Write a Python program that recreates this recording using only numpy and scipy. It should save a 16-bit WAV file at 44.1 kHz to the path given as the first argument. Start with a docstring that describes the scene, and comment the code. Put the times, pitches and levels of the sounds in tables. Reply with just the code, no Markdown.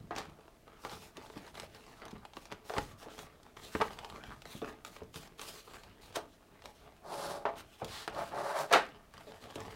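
"""Folding and creasing stiff card

A large sheet is laid on a plastic scoring board, bent over and lined up in a small living room.
It rumbles as it flexes, rustles and ticks as it bends, hisses as it slides and flops on the board.
A plastic folding tool rubs the crease down in three strokes and slips off the edge with a clack;
a palm brushes the fold after the first. Rubs are tiny slips of fibres, hits are a push and a dying
chatter, and all of them ring the board. Close up, in mono."""
import sys
import numpy as np
from scipy import signal
from scipy.fft import rfft, irfft, next_fast_len
from scipy.io import wavfile
from scipy.ndimage import uniform_filter1d, map_coordinates

SR = 44100
rng = np.random.default_rng(int(sys.argv[2]) if len(sys.argv) > 2 else 0)


def transcribe(u):
    """Save the signal u as a 16-bit wav file named by the first command-line argument.

    u: samples, shape (n,) or (channels, n), limited to [-1, 1]; the rate is SR.
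    q: integer samples, one column per channel.
    """
    v = np.clip(np.atleast_2d(u).T, -1, 1)
    q = np.round(v * 32767).astype(np.int16)
    wavfile.write(sys.argv[1], SR, q)


N = 430107
TOP_HZ = 15850


def amp(db):
    """Decibels to gain."""
    return 10 ** (np.asarray(db) / 20)


def unit(x):
    """Scale to rms 1."""
    return x / np.sqrt(np.mean(x ** 2) + 1e-20)


def along(points, hz):
    """Read (Hz, value) points on a log frequency axis."""
    freqs, values = np.transpose(points)
    return np.interp(np.log(hz + 1), np.log(freqs + 1), values)


def below(hz, edge_hz, order=3):
    """Low-pass gain."""
    return 1 / np.sqrt(1 + (hz / edge_hz) ** (2 * order))


def above(hz, edge_hz, order=3):
    """High-pass gain."""
    return below(edge_hz, hz + 1, order)


def add(track, s, x):
    """Mix x into the track at s seconds."""
    part = track[max(round(s * SR), 0):][:len(x)]
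    part += x[:len(part)]


def filtered(x, response):
    """EQ a whole track with a frequency response."""
    size = next_fast_len(N + SR // 2)
    return irfft(rfft(x, size) * response(np.fft.rfftfreq(size, 1 / SR)), size)[:N]


def coloured(x, gain, size=4096):
    """Minimum-phase EQ, so that attacks stay sharp."""
    cepstrum = irfft(np.log(np.maximum(gain(np.fft.rfftfreq(size, 1 / SR)), 1e-6)))
    cepstrum[1:size // 2] *= 2
    cepstrum[size // 2 + 1:] = 0
    return signal.fftconvolve(x, irfft(np.exp(rfft(cepstrum))))[:len(x)]


def drift(rate):
    """A smooth random curve with rate knots a second."""
    knots = rng.standard_normal(int(N * rate / SR) + 4)
    return map_coordinates(knots, [np.arange(N) * rate / SR])


def arch(length, crest, power):
    """A hand's stroke: it gathers speed up to the crest, then slows to a stop."""
    progress = np.linspace(0, 1, round(length * SR))
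    ramp = np.interp(progress, [0, np.clip(crest, 0.05, 0.95), 1], [0, 1, 0])
    return np.sin(np.pi / 2 * ramp) ** abs(power)


def friction(gain, rate, spread_db, smooth):
    """Fibres catch and let go: about rate uneven slips a second over a smooth rub, rms 1."""
    slips = (rng.random(N) < rate / SR) * rng.choice([-1, 1], N)
    sizes = amp(spread_db * np.clip(rng.standard_normal(N), -2, 2))
    return unit(coloured(unit(slips * sizes) + smooth * rng.standard_normal(N), gain))


def contact(t60, chatter):
    """One push, followed by a dying chatter of the card against its support."""
    t = np.arange(SR // 4) / SR
    tail = rng.standard_normal(len(t)) * amp(-60 * t / max(t60, .003))
    return (t == 0) + chatter * tail / np.linalg.norm(tail)


def patchy(x, depth_db, bands=5, frames=12):
    """As the sheet bends its resonances shift: patches of random gain in time and frequency."""
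    spectra = signal.stft(x, nperseg=512)[2]
    patches = uniform_filter1d(rng.standard_normal(spectra.shape), bands, axis=0)
    patches = uniform_filter1d(patches, frames, axis=1)
    return unit(signal.istft(spectra * amp(depth_db * unit(patches)), nperseg=512)[1][:N])


def spot(depth_db, count=30):
    """A random EQ: each spot on the sheet favours its own resonances."""
    points = np.transpose([np.geomspace(200, TOP_HZ, count), rng.standard_normal(count)])
    return lambda hz: amp(depth_db * along(points, hz))


# Colour of the still room: (frequency [Hz], level [dB])
ROOM_TONE = [(15, -15), (25, 6), (144, -6.5), (204, -5), (340, -4), (537, -11.5), (666, -3), (762, -16),
             (2120, -20), (15500, -30.5)]
def room_tone():
    """A faint, steady bed of bass-heavy noise."""
    return amp(-63.5) * unit(filtered(rng.standard_normal(N), lambda hz: amp(along(ROOM_TONE, hz))))


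# Colour of the handled sheet: (frequency [Hz], level [dB])
CARD_EQ = [(24, -28), (40, -0.5), (253, 1), (287, -7), (427, -0.5), (509, -4), (859, -1), (949, -2.5),
           (1130, -2), (1860, -11), (6810, -19), (15500, -29)]
def card(hz):
    """The sheet's voice, shared by its rumble, rustle and hiss."""
    return amp(along(CARD_EQ, hz))


# Wobbles of the whole sheet: (time [s], relative level [dB])
WOBBLES = [(0.005, -45), (0.16, -44.5), (0.28, -53), (0.93, -47.5), (1.37, -55), (1.62, -49.5), (1.8, -57),
           (2.15, -50.5), (2.9, -55), (4.1, -55), (4.29, -45.5), (5.02, -46.5), (5.16, -52), (5.9, -54),
           (7.27, -49), (7.83, -45), (8.94, -55), (9.59, -46), (9.67, -52)]
def flexing(bend, attack_s=0.01, t60=0.36):
    """The sheet rumbles with each wobble, and a little under every bend."""
    wobble, t = np.zeros(N), np.arange(SR // 2) / SR
    for s, db in WOBBLES:
        add(wobble, s - attack_s, np.minimum(t / attack_s, 1) * amp(db - 60 * t / t60))
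    swell = np.hypot(wobble, amp(-9) * bend)
    rumble = friction(lambda hz: card(hz) * below(hz, 190, order=2), rate=60, spread_db=-4, smooth=1.17)
    return amp(-1.3) * swell * patchy(rumble, depth_db=-0.5, bands=2)


# Dull blows of card, fingers and tool on the board:
# (time [s], relative level [dB], centre [Hz], t60 [s], thud against the blow [dB])
KNOCKS = [(0.108, -26, 710, 0.19, -16), (0.388, -46.5, 557, 0.036, -22), (0.851, -38.5, 496, 0.21, -9),
          (1.172, -36.5, 397, 0.14, -7), (1.362, -34.5, 227, 0.12, -9), (2.129, -36, 241, 0.06, -20),
          (2.371, -38.5, 422, 0.057, -10), (2.519, -36.5, 327, 0.1, 1), (2.703, -28, 650, 0.018, -19),
          (2.766, -28, 960, 0.05, -5), (2.782, -21.5, 910, 0.025, -6.5), (2.895, -45.5, 199, 0.08, -13),
          (3.06, -36, 450, 0.12, -13), (3.751, -21.5, 840, 0.041, 5.5), (3.802, -23, 750, 0.097, -5),
          (3.812, -15, 930, 0.072, -13), (4.551, -34.5, 228, 0.065, -15), (4.618, -28, 424, 0.092, -2),
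          (5.018, -36, 463, 0.041, -28), (6.165, -23.5, 594, 0.12, -19.5), (7.453, -17, 699, 0.14, -22),
          (7.489, -26, 660, 0.1, -30), (7.817, -25.5, 560, 0.15, -23), (8.078, -30, 1150, 0.053, -11),
          (8.321, -33, 750, 0.08, -24), (8.712, -16, 650, 0.17, -23), (8.729, -10, 1430, 0.24, -23),
          (8.757, -12, 744, 0.1, -22.5), (9.558, -33, 393, 0.053, -4.5), (9.577, -32.5, 494, 0.16, -9)]
def knocks():
    """Soft, broad contacts ring a low resonance of sheet and board, and thud in the table."""
    out = np.zeros(N)
    for s, db, centre_hz, t60, thud_db in KNOCKS:
        hollow = lambda hz: 1 + 0.54 / (1 + (9 * (hz / centre_hz - 1)) ** 2)
        band = lambda hz: below(hz, 1.38 * centre_hz) * above(hz, 0.8 * centre_hz)
        edge = lambda hz: amp(-35) * above(hz, 2 * centre_hz) * below(hz, 5 * centre_hz)
        thud = lambda hz: amp(thud_db) * above(hz, 35) * below(hz, 360)
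        colour = lambda hz: hollow(hz) * band(hz) + edge(hz) + thud(hz)
        knock = coloured(contact(t60, chatter=10.5), colour)
        add(out, s, amp(db + 18.5) * knock / np.linalg.norm(knock))
    return out


# Colour of a sharp card contact: (frequency [Hz], level [dB])
CRACK_EQ = [(60, -22.5), (250, -1.5), (500, 7.5), (1200, 5), (2000, -4), (3300, -6), (8000, -19),
            (15000, -32.5)]
def crack(tilt):
    """Colour of a sharp card click, tilted brighter or duller in dB per octave, with little bass."""
    return lambda hz: amp(along(CRACK_EQ, hz) + tilt * np.log2((hz + 100) / 1500)) * above(hz, 313)


# Sharp clicks and cracks of the card: (time [s], relative level [dB], tilt [dB/octave])
SNAPS = [(0.109, -23, -4.5), (0.163, -27.5, 2), (0.184, -28, 5.5), (0.455, -45, -6), (0.48, -39, -4.5),
         (0.679, -37, -4), (0.85, -24.5, -0.5), (1.17, -34.5, 4), (1.3, -33, -1.5), (1.554, -35.5, 2),
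         (1.599, -28, 2.5), (1.632, -29.5, -3), (2.062, -36, -4.5), (2.252, -30.5, -1), (2.335, -37.5, 0),
         (2.369, -30, 0), (2.455, -37.5, 3), (2.517, -29, -1), (2.524, -27, 0), (2.697, -25.5, -1),
         (2.738, -23, -2), (2.782, -25, 3.5), (3.191, -33, 0.5), (3.432, -46.5, 5), (3.571, -33.5, -1),
         (3.817, -13.5, -2.5), (3.907, -30, -2), (3.989, -29, 1.5), (4.047, -29, 1.5), (4.1, -33.5, 1.5),
         (4.18, -36.5, -6), (4.238, -32.5, -0.5), (4.42, -37, 2.5), (4.455, -31.5, 0), (4.618, -27, -5),
         (4.849, -28, 2.5), (4.965, -34, 1.5), (5.143, -35.5, 3.5), (5.159, -31.5, 3.5), (5.395, -29.5, 1),
         (5.415, -29.5, 3), (6.162, -26.5, 5.5), (6.621, -40.5, 0), (6.657, -32.5, 2.5), (7.846, -31, 5.5),
         (8.078, -21.5, 0.5), (8.727, -15.5, 4.5), (8.736, -14.5, 2.5), (8.755, -14.5, -4.5),
         (9.139, -40, 4), (9.32, -35.5, -0.5), (9.557, -31, 3.5), (9.681, -31.5, -3.5)]
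def snaps():
    """Edges click on the board and the bent card buckles."""
    out = np.zeros(N)
    for s, db, tilt in SNAPS:
        place = spot(depth_db=3)
        # a light tick buckles only a small patch of card, which rings high
        light = np.clip((-23.5 - db) / 12, 0, 1)
        presence = lambda hz: 1 + 0.81 * light / (1 + (2 * np.log2((hz + 1) / 3000)) ** 2)
        colour = lambda hz: crack(tilt)(hz) * place(hz) * presence(hz)
        snap = coloured(contact(t60=0.028, chatter=1.27), colour)
        add(out, s, amp(db + 11.5) * snap / np.linalg.norm(snap))
    return out


# The hands bend the card: (start [s], length [s], relative level [dB])
BENDS = [(0.13, 0.15, -54), (0.681, 0.12, -64), (0.853, 0.07, -50), (0.977, 0.09, -58), (1.164, 0.1, -55.5),
         (1.344, 0.13, -52), (1.548, 0.1, -52), (1.738, 0.26, -58), (2.026, 0.07, -51), (2.157, 0.02, -55),
         (2.363, 0.05, -55), (2.509, 0.04, -54), (2.704, 0.2, -57), (3.021, 0.1, -55), (3.19, 0.06, -50),
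         (3.338, 0.03, -62), (3.454, 0.05, -59), (3.58, 0.15, -55), (3.879, 0.2, -52), (4.13, 0.19, -51),
         (4.461, 0.12, -55), (4.639, 0.08, -49), (4.881, 0.14, -57), (5.165, 0.11, -53), (5.394, 0.15, -52),
         (5.682, 0.14, -54), (5.847, 0.1, -59), (6.043, 0.18, -58), (6.522, 0.05, -64.5),
         (6.651, 0.04, -56), (6.816, 0.08, -59.5), (7.535, 0.09, -51), (7.821, 0.07, -51), (8.1, 0.22, -50),
         (8.832, 0.12, -56), (9.156, 0.05, -51), (9.286, 0.07, -54), (9.439, 0.08, -52), (9.572, 0.18, -51)]
def bend_envelope(attack_s=0.022, sag_db=3.5, t60=0.26):
    """Each bend takes hold quickly, eases off as the card yields, then dies away."""
    out = np.full(N, amp(-68))  # the sheet stirs faintly even when merely held
    for s, length, db in BENDS:
        t = np.arange(round((length + t60) * SR)) / SR - attack_s
        fall_db = sag_db * np.clip(t / length, 0, 1) + 60 * np.maximum(t - length, 0) / t60
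        add(out, s - attack_s, np.minimum(1 + t / attack_s, 1) * amp(db - fall_db))
    return out


def rustling(bend):
    """Bending card gives a grainy midrange rustle."""
    mids = lambda hz: card(hz) * above(hz, 286) * below(hz, 3400)
    rustle = friction(mids, rate=220, spread_db=6.5, smooth=1.14)
    return amp(-1.9) * bend * patchy(rustle, depth_db=3.5)


def crinkles(bend, count=150):
    """Small dry ticks break out at random, denser and louder the harder the card is bent."""
    out, chance = np.zeros(N), np.cumsum(bend)
    for when, size in rng.random((count, 2)):
        onset = np.searchsorted(chance, when * chance[-1])
        place = spot(depth_db=4.0)
        tick = coloured(contact(t60=0.029, chatter=1.3), lambda hz: crack(tilt=2.2)(hz) * place(hz))
        add(out, onset / SR, amp(18.0 + 10 * size ** 2) * bend[onset] * tick / np.linalg.norm(tick))
    return out


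# Quick swishes of card over the board, and at 8.59 s a bright burst of the tool's hiss in the third stroke: #
# (peak time [s], level [dB], time to rise 20 dB [s], t60 [s], tilt [dB/octave])
SWEEPS = [(0.18, -36.5, 0.022, 0.22, 0), (0.935, -50.5, 0.066, 0.091, 3), (2.115, -51, 0.018, 0.028, 3.5),
          (2.785, -34.5, 0.086, 0.083, -3), (3.825, -40.5, 0.0061, 0.27, -2.5),
          (6.161, -35.5, 0.021, 0.091, 3), (8.59, -44, 0.032, 0.29, 7), (8.74, -20.5, 0.028, 0.16, -1),
          (8.767, -29, 0.01, 0.14, -1.5)]
def sweeps():
    """A sudden slide swells, then dies as the card settles."""
    out, t = np.zeros(N), np.arange(N) / SR
    for s, db, rise, t60, tilt in SWEEPS:
        swell = amp(db - 20 * np.maximum(s - t, 0) / rise - 60 * np.maximum(t - s, 0) / t60)
        out += swell * friction(crack(tilt), rate=1000, spread_db=7.5, smooth=0.92)
    return out


# Card slides over card or board: (start [s], length [s], relative level [dB])
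SLIDES = [(0.786, 0.33, -59.5), (1.133, 0.46, -64.5), (1.557, 0.12, -61), (1.677, 0.37, -66.5),
          (2.336, 0.15, -62.5), (2.644, 0.3, -56.5), (2.973, 0.11, -62), (3.092, 0.11, -62),
          (3.178, 0.094, -57), (3.56, 0.42, -57.5), (3.907, 0.56, -66), (4.45, 0.19, -56),
          (4.64, 0.1, -63.5), (4.848, 0.15, -59), (5.126, 0.16, -55.5), (5.376, 0.26, -53.5),
          (5.624, 0.26, -62.5), (6.01, 0.11, -60.5), (6.283, 0.09, -69.5), (6.6, 0.29, -68),
          (7.561, 0.06, -56), (7.626, 0.43, -66.5), (8.12, 0.22, -59), (9.117, 0.36, -66.5),
          (9.403, 0.72, -63.5)]
def sliding():
    """Each slide hisses in one arch of speed; faster is brighter as well as louder."""
    swell = np.zeros(N)
    for s, length, db in SLIDES:
        add(swell, s, amp(db) * arch(length, crest=0.36, power=0.5))
    highs = lambda hz: card(hz) * above(hz, 2450) * below(hz, 6600, order=1)
    hiss = patchy(friction(highs, rate=460, spread_db=5.0, smooth=1.74), depth_db=3.0, bands=9)
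    top_end = lambda hz: above(hz, 5800) * below(hz, 5400, order=1)
    air = friction(top_end, rate=2200, spread_db=10, smooth=1.3)
    speed = np.minimum(swell / amp(-50.5), 1) ** 0.22
    return swell * (amp(-1.2) * hiss + amp(-4.0) * speed * air)


# Body of the tool's scrape: (frequency [Hz], level [dB])
SCRAPE_EQ = [(59, -48), (100, -31), (134, -7), (253, -15.5), (420, -3), (487, -9.5), (564, 4.5), (791, 0),
             (1210, -4.5), (2750, -25), (4560, -27.5), (9950, -35.5), (15500, -46)]
# Sheen of the tool on card: (frequency [Hz], level [dB])
TOOL_HISS_EQ = [(1500, -8), (2800, -3), (4600, 0), (6800, -6.5), (10500, -6.5), (12500, -13.5),
                (15500, -17)]
# Tool strokes along the crease:
# (start [s], length [s], crest [0-1], peakedness [exponent], relative scrape [dB], relative hiss [dB])
STROKES = [(7.012, 0.46, 0.45, 1.04, -37, -50.5), (8.094, 0.18, 0.62, 2.4, -33.5, -59),
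           (8.312, 0.36, 0.72, 0.45, -31.5, -53)]
def creasing():
    """The tool judders along the fold: coarse slips drive the board, fine ones hiss."""
    press, hiss_swell = np.zeros((2, N))
    for s, length, crest, power, scrape_db, hiss_db in STROKES:
        speed = arch(length, crest, power)
        add(press, s, amp(scrape_db) * speed)
        add(hiss_swell, s, amp(hiss_db) * speed ** 1.9)  # hiss grows faster with speed than scrape
    body = lambda hz: amp(along(SCRAPE_EQ, hz))
    dark = lambda hz: body(hz) * below(hz, 650, order=1) * below(hz, 2400)
    bright = lambda hz: body(hz) * above(hz, 640, order=1) * above(hz, 390) * below(hz, 2660)
    sheen = lambda hz: amp(along(TOOL_HISS_EQ, hz)) * above(hz, 1200)
    soft = friction(dark, rate=1000, spread_db=2.5, smooth=1.9)
    firm = friction(bright, rate=900, spread_db=6.5, smooth=0.99)
    hiss = friction(sheen, rate=2500, spread_db=4, smooth=0.96)
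    # a light stroke only stirs the low resonances; a harder one reaches higher
    hardness = np.minimum(press / amp(-31.5), 1) ** 0.64
    scrape = np.sqrt(1 - hardness ** 2) * soft + hardness * firm
    judder = amp(2.0 * drift(rate=49))
    return judder * (amp(-2.36) * press * scrape + amp(1.3) * hiss_swell * hiss)


# Colour of skin on card: (frequency [Hz], level [dB])
PALM_EQ = [(200, -16), (1000, 2.5), (2400, -5), (4000, -2), (5500, -8.5), (9000, -14), (15500, -23)]
def palm(start_s=7.86, length_s=0.23):
    """The flat hand brushes along the fold: a soft swish with hardly any grit."""
    swell = np.zeros(N)
    add(swell, start_s, amp(-46.5) * arch(length_s, crest=0.42, power=1.0))
    return swell * friction(lambda hz: amp(along(PALM_EQ, hz)), rate=3000, spread_db=1.5, smooth=2.4)


# Resonances of the board under the card: (centre [Hz], width [Hz], level against the direct sound [dB])
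BOARD_MODES = [(321, 55, -7), (437, 23.3, 2.5), (560, 22, -6), (677, 14, -1), (840, 80, -4.5),
               (1153, 22, -4.5), (1232, 8.8, -4), (1588, 14, -3), (1804, 25, -10.5), (2200, 5.7, -8),
               (2650, 350, -29), (3990, 960, -13.5)]
def board(x):
    """Every contact also rings the board, with the mids gently scooped."""
    ring = lambda hz: sum(amp(db) * 1j * hz * width / (centre ** 2 - hz ** 2 + 1j * hz * width)
                          for centre, width, db in BOARD_MODES)
    scoop_db = [(200, 0.0), (450, -3.0), (900, -3.5), (2000, -1.0), (5000, 0.0)]
    return filtered(x, lambda hz: (1 + ring(hz)) * amp(along(scoop_db, hz)))


# Decay of the furnished room: (frequency [Hz], t60 [s])
ROOM_DECAY = [(150, 0.62), (500, 0.27), (2500, 0.23), (12000, 0.18)]
def reverb(x, blocks=40):
    """The room's short, diffuse echo, with a fresh random tail for each block; treble dies first."""
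    out, predelay_s = np.zeros(N), 0.005
    for block in np.array_split(np.arange(N), blocks):
        hz, t, noise = signal.stft(rng.standard_normal(SR // 2), SR, nperseg=256)
        decay = amp(-60 * t / along(ROOM_DECAY, hz)[:, None])
        tail = signal.istft(noise * decay, SR, nperseg=256)[1]
        add(out, block[0] / SR + predelay_s, signal.fftconvolve(x[block], tail / np.linalg.norm(tail)))
    return out


def scene():
    """Card, hand and tool on the board, with reverb and room tone; alike in both channels."""
    bend = bend_envelope()
    grip = amp(2.3 * drift(rate=45))  # the fingers never hold quite steady
    handling = flexing(bend) + grip * (rustling(bend) + sliding())
    direct = board(handling + knocks() + snaps() + crinkles(bend) + sweeps() + creasing() + palm())
    return np.tile(direct + amp(-11.0) * reverb(direct) + room_tone(), (2, 1))


def record(dry):
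    """A brick-wall high cut at TOP_HZ."""
    return np.array([filtered(channel, lambda hz: hz < TOP_HZ) for channel in dry])


dry = scene()
out = record(dry)
transcribe(out)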